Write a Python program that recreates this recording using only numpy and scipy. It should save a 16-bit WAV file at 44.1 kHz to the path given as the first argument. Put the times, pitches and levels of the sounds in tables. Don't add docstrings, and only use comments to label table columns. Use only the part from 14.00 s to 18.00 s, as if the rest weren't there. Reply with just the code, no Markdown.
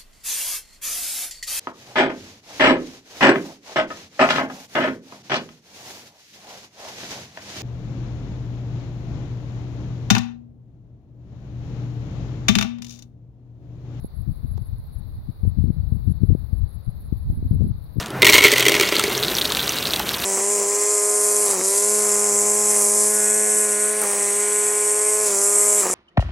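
import sys
import numpy as np
from scipy import signal
from scipy.fft import rfft, irfft, next_fast_len
from scipy.io import wavfile
from scipy.ndimage import map_coordinates

SR = 44100
rng = np.random.default_rng(int(sys.argv[2]) if len(sys.argv) > 2 else 0)


def generate_wav(signal):
    frames = np.transpose(np.atleast_2d(signal))
    scaled = np.clip(frames, -1, 1) * 32767
    pcm = np.round(scaled).astype(np.int16)
    wavfile.write(sys.argv[1], SR, pcm)


N = 176400
T = np.arange(N) / SR


def amp(db):
    return 10 ** (np.asarray(db) / 20)


def unit(x):
    return x / np.sqrt(np.mean(x ** 2, axis=-1, keepdims=True) + 1e-30)


def along(points, hz):
    point_hz, value = np.transpose(points)
    return np.interp(np.log(hz + 1), np.log(point_hz + 1), value)


def filtered(x, response):
    n = x.shape[-1]
    padded = next_fast_len(n + n // 2)
    gain = response(np.fft.rfftfreq(padded, 1 / SR))
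    return irfft(rfft(x, padded) * gain, padded)[..., :n]


def coloured(x, spectrum):
    return filtered(x, lambda hz: amp(along(spectrum, hz)))


def wobble(rate):
    return np.array([map_coordinates(knots, [T * rate]) for knots in rng.standard_normal((2, 1024))])


def pan(db):
    return unit(amp([db / 2, -db / 2]))[:, None]


def around():
    return np.arange(-4096, 4096) / SR


def sized(x, db, length):
    return x * amp(db) * np.sqrt(length * SR / 2 / (np.sum(x ** 2) + 1e-30))


def add(out, x, s):
    first = round(s * SR) - x.shape[-1] // 2
    a, b = max(first, 0), min(first + x.shape[-1], N)
    if b > a:
        out[..., a:b] += x[..., a - first:b - first]


# start_s, length_s, level_db, cutoff_hz
LEFT_PUFFS = [(.173, .051, -21, 90.6), (.265, .038, -15.5, 157), (.312, .02, -20, 89),
              (.435, .025, -17, 127), (.504, .021, -18, 95), (.536, .066, -20, 124),
              (.615, .013, -16, 96.4), (.728, .026, -20, 94.5), (.95, .035, -23.5, 79.5),
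              (1.285, .017, -18, 126), (1.435, 0.0641, -12.5, 97), (1.568, .065, -14, 130),
              (1.668, .03, -13, 145), (1.76, .085, -19.5, 102.5), (1.93, .044, -17, 159),
              (2.085, .037, -11.5, 127), (2.205, .055, -16, 152), (2.286, .045, -9.5, 142),
              (2.55, .09, -17.5, 89), (2.87, .026, -15.5, 96), (3.455, .015, -13.5, 134.4),
              (3.512, .055, -13.5, 158), (3.596, .062, -11.5, 139), (3.69, .03, -15.5, 150.7),
              (3.958, .03, -21, 173)]
RIGHT_PUFFS = [(.771, 0.034, -29, 108), (3.315, 0.029, -22, 173), (3.371, 0.031, -24, 179),
               (3.442, 0.016, -23.5, 174), (3.513, 0.043, -29, 175), (3.652, 0.025, -19.5, 229)]
PUFF_LOW_HZ, PUFF_TOP_HZ = 51.6, 750
PUFF_STEEP = 3.6
PUFF_EDGE_S = 0.0055
PUFF_SPREAD = 1.21


def puffs(rows):
    out, t = np.zeros(N), around()
    for start_s, length_s, level_db, cutoff_hz in rows:
        gate = .5 + .5 * np.tanh((length_s / 2 - abs(t)) / PUFF_EDGE_S)

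        def port(hz):
            low_cut = hz ** 4 + PUFF_LOW_HZ ** 4
            high_cut = 1 + (hz / cutoff_hz) ** (2 * PUFF_STEEP)
            return hz ** 2 / np.sqrt(low_cut * high_cut) * np.exp(-(hz / PUFF_TOP_HZ) ** 2)

        push = gate * filtered(rng.standard_normal(len(t)), port)
        add(out, sized(push, level_db, length_s * PUFF_SPREAD), start_s + length_s / 2)
    return out


# time_s, level_db (peak of the push), cutoff_hz
LEFT_SLAPS = [(1.435, -7, 83.5), (1.475, -10, 127), (1.586, -3.5, 127.4), (1.641, -5.5, 150),
              (1.655, -13, 155), (1.704, -5, 153), (1.768, -12, 92.6), (1.923, -3.5, 105),
              (2.077, -5.5, 125), (2.235, -1.5, 160), (2.304, -6, 196), (2.327, -6.5, 120),
              (2.351, -8, 245), (2.53, -6, 80), (3.126, -6, 175), (3.3, -6, 88), (3.427, -15.5, 195),
              (3.511, -6, 145.3), (3.608, -7, 175), (3.621, -17, 290), (3.644, -7, 135),
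              (3.969, -10.5, 175), (3.985, -7.5, 144)]
RIGHT_SLAPS = [(.046, -18.5, 292), (1.452, -21, 290), (3.303, -27.5, 403)]
SLAP_STEEP, PORT_LOW_HZ = 1.31, 64
WISP_SHARE, WISP_S, WISP_HZ = 0.036, 0.01, 330


def slaps(rows):
    out, t = np.zeros(N), around()
    low_cut = signal.butter(3, PORT_LOW_HZ, "highpass", fs=SR, output="sos")
    trail = np.exp(-abs(t) / np.where(t < 0, WISP_S / 2, WISP_S))

    def wisp_colour(hz):
        return hz * np.exp(-2 * hz / WISP_HZ - (hz / PUFF_TOP_HZ) ** 2)

    for time_s, level_db, cutoff_hz in rows:
        impulse = 1. * (t == 0)
        shove = filtered(impulse, lambda hz: np.exp(-(hz / cutoff_hz) ** SLAP_STEEP))
        push = signal.sosfilt(low_cut, shove)
        wisp = unit(filtered(rng.standard_normal(len(t)), wisp_colour))
        add(out, amp(level_db) * (push / abs(push).max() + WISP_SHARE * trail * wisp), time_s)
    return out


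# time_s, left_db, right_db
DRAUGHT = [(0, -32, -54), (0.091, -35.5, -48), (0.17, -28.5, -45.5), (0.548, -28.5, -34.5),
           (.68, -30.5, -41), (.86, -37.5, -36), (1.0, -27.5, -50.5), (1.222, -31.5, -28),
           (1.361, -36.5, -44.5), (1.498, -27.5, -30.5), (1.681, -23.5, -41.5), (2.019, -25, -40),
           (2.601, -23.5, -46), (2.799, -34, -47), (3.199, -24.5, -32.5), (3.42, -29, -25.5),
           (3.6, -16.5, -28.5), (3.88, -30, -44)]
# freq_hz, relative_db (per Hz)
EDDIES = [(15, -8.5), (35, -3), (65, 3.5), (100, 1), (160, -10), (250, -23), (450, -46.5), (900, -52),
          (2500, -100)]


def draught(flutter_db=3, flutter_hz=26):
    time_s, *ports = np.transpose(DRAUGHT)
    level_db = np.array([np.interp(T, time_s, port_db) for port_db in ports])
    rumble = coloured(rng.standard_normal((2, N)), EDDIES)
    return amp(level_db) * unit(amp(flutter_db * wobble(flutter_hz)) * rumble)


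STROKE_SWELL, STROKE_FADE = 2.4, .7
STROKE_SLOWING, STROKE_CENTRE = .4, .66
TOOTH_SCATTER, TOOTH_DB = 0.053, 3.5


def stroke(length, tooth_hz, wing, db):
    t = around()
    teeth_passed = tooth_hz * length
    scatter, size = rng.standard_normal((2, 128))
    travel = np.clip((np.arange(len(size)) + TOOTH_SCATTER * scatter) / teeth_passed, 0, 1)
    phase = travel * (1 + STROKE_SLOWING * (travel - 1))
    force = travel ** STROKE_SWELL * (1 - travel) ** STROKE_FADE * amp(TOOTH_DB * size)
    sample = np.searchsorted(t, (phase - STROKE_CENTRE) * length)
    teeth = np.bincount(np.clip(sample, 0, len(t) - 1), force, len(t))
    return sized(coloured(teeth, wing), db, length)


LEAF_SHARE, LEAF_T60_S = .75, 0.033


def foliage(x):
    t = around()
    decay = (t >= 0) * amp(-60 * abs(t) / LEAF_T60_S)
    tail = unit(rng.standard_normal((2, len(t))) * decay) / np.sqrt(len(t))
    scattered = signal.fftconvolve(np.array([x, x]), tail, "same", axes=1)
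    return (x + LEAF_SHARE * scattered) / np.hypot(1, LEAF_SHARE)


# time_s, first_syllable_db, second_syllable_db, pan_db (left minus right)
CHIRPS = [(0.012, -62, -53.5, -11), (0.164, -60, -59.5, -7), (0.319, -63.5, -63.5, 7.5),
          (0.482, -59.5, -56, -10.5), (0.623, -63, -57.5, 9), (0.79, -62, -66.5, -4.5),
          (0.942, -56, -58.5, 11), (1.11, -69, -66.5, -1), (1.27, -73, -68, -5),
          (1.437, -66.5, -57.5, -3.5), (1.59, -70, -64.5, -8.5), (1.743, -68, -81, 3),
          (1.905, -66, -60, -15), (2.067, -61.5, -57, -3), (2.226, -66.5, -61, -4.5),
          (2.389, -68, -71.5, -1.5), (2.537, -64, -61, 0.5), (2.698, -59.5, -56, 4), (2.855, -59, -61, -5),
          (3.018, -63, -61.5, -8), (3.178, -63.5, -65.5, -6), (3.318, -63, -58, 9),
          (3.495, -59, -58.5, -12), (3.638, -64, -61, 10.5), (3.79, -73, -68.5, 2), (3.944, -77, -66, 17)]
# freq_hz, relative_db
WING = [(8500, -47.5), (9600, -23.5), (10300, -3.5), (10900, 2.5), (11600, -1), (12200, -23), (13500, -29),
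        (16000, -45.5)]
SYLLABLE_GAP_S, SYLLABLE_S = .047, .056
TOOTH_HZ, TOOTH_DRIFT = 262, 0.12


def bush_crickets():
    out = np.zeros((2, N))
    for time_s, first_db, second_db, pan_db in CHIRPS:
        for k, level_db in enumerate((first_db, second_db)):
            tooth_hz = TOOTH_HZ * np.exp(TOOTH_DRIFT * rng.standard_normal())
            syllable = foliage(stroke(SYLLABLE_S, tooth_hz, WING, level_db))
            add(out, pan(pan_db) * syllable, time_s + k * SYLLABLE_GAP_S)
    return out


# time_s, level_db (at the left port)
LISPS = [(0.709, -64), (0.869, -60.5), (1.079, -64), (1.241, -63), (1.842, -69), (1.892, -62),
         (2.001, -65.5), (2.051, -64), (2.162, -63), (2.481, -64.5), (2.642, -61), (2.802, -60.5),
         (2.969, -59.5), (3.011, -56), (3.13, -58.5), (3.179, -58), (3.3, -62), (3.339, -59.5),
         (3.461, -59.5), (3.78, -62), (3.839, -58), (3.943, -57.5), (3.99, -59)]
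# freq_hz, relative_db
LISP_WING = [(9500, -44.5), (10800, -11.5), (11600, 5), (12700, -5.5), (13800, -12.5), (15500, -11)]
LISP_S, LISP_TOOTH_HZ, LISP_PAN_DB = 0.049, 900, 19


def lisping_insect():
    out = np.zeros(N)
    for time_s, level_db in LISPS:
        add(out, stroke(LISP_S, LISP_TOOTH_HZ, LISP_WING, level_db), time_s)
    return out * amp([[0], [-LISP_PAN_DB]])


# time_s, level_db, t60_s
CLICK = [(0.5744, -47, .01), (0.5784, -34, 0.0064), (0.5809, -41, 0.0097)]
# freq_hz, relative_db
CLICK_BODY = [(100, 11), (350, 24.5), (700, 16.5), (1050, 17), (1600, 0.5), (2300, -4), (2900, -9.5),
              (4200, 1.5), (7000, -7.5), (8500, -19), (11000, -10), (15500, -8.5)]
CLICK_PAN_DB, CLICK_SNAP = -23, 3.4


def click():
    out, t = np.zeros(N), around()
    for time_s, level_db, t60_s in CLICK:
        scratch = rng.standard_normal(len(t)) * (t >= 0) * amp(-60 * abs(t) / t60_s)
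        snap = CLICK_SNAP * (t == 0) + scratch
        add(out, sized(coloured(snap, CLICK_BODY), level_db, t60_s / 2), time_s)
    return pan(CLICK_PAN_DB) * out


def bed(spectrum, level_db, shimmer_db, rate):
    band = coloured(rng.standard_normal((2, N)), spectrum)
    return amp(level_db)[:, None] * unit(band * amp(shimmer_db * wobble(rate)))


# freq_hz, relative_db (per Hz); then its left_db, right_db
CHORUS = [(2500, -41), (3200, -20.5), (3600, -2.5), (4000, 2), (4500, 0), (4900, -9.5), (5400, -39),
          (7000, -44.5), (9000, -46)]
CHORUS_DB = (-65, -72.5)


def far_chorus():
    return bed(CHORUS, CHORUS_DB, shimmer_db=1.1, rate=85)


# freq_hz, relative_db (per Hz); then its left_db, right_db
FAR_RASP = [(8500, -32), (9700, -14.5), (10500, 3), (11500, -4), (12500, 0), (13800, -6), (15500, -1.5)]
FAR_RASP_DB = (-63.5, -65)


def far_rasp():
    return bed(FAR_RASP, FAR_RASP_DB, shimmer_db=2.4, rate=9.4)


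# freq_hz, relative_db (per Hz); then its left_db, right_db
NIGHT_AIR = [(20, -6), (150, 11.5), (400, 6.5), (700, 2.5), (1100, -1.5), (1500, -7.5), (2000, -11.5),
             (2800, -20), (5000, -21.5), (6500, -30.5), (8000, -35.5), (16000, -41)]
NIGHT_AIR_DB = (-54, -55.5)


def night_air():
    return bed(NIGHT_AIR, NIGHT_AIR_DB, shimmer_db=.4, rate=9)


def scene():
    left_wind = puffs(LEFT_PUFFS) + slaps(LEFT_SLAPS)
    right_wind = puffs(RIGHT_PUFFS) + slaps(RIGHT_SLAPS)
    wind = np.array([left_wind, right_wind]) + draught()
    near = bush_crickets() + lisping_insect() + click()
    far = far_chorus() + far_rasp() + night_air()
    return wind + near + far


TOP_HZ = 15830


def record(dry):
    return filtered(dry, lambda hz: np.clip((TOP_HZ - hz) / 60, 0, 1))


dry = scene()
out = record(dry)
generate_wav(out)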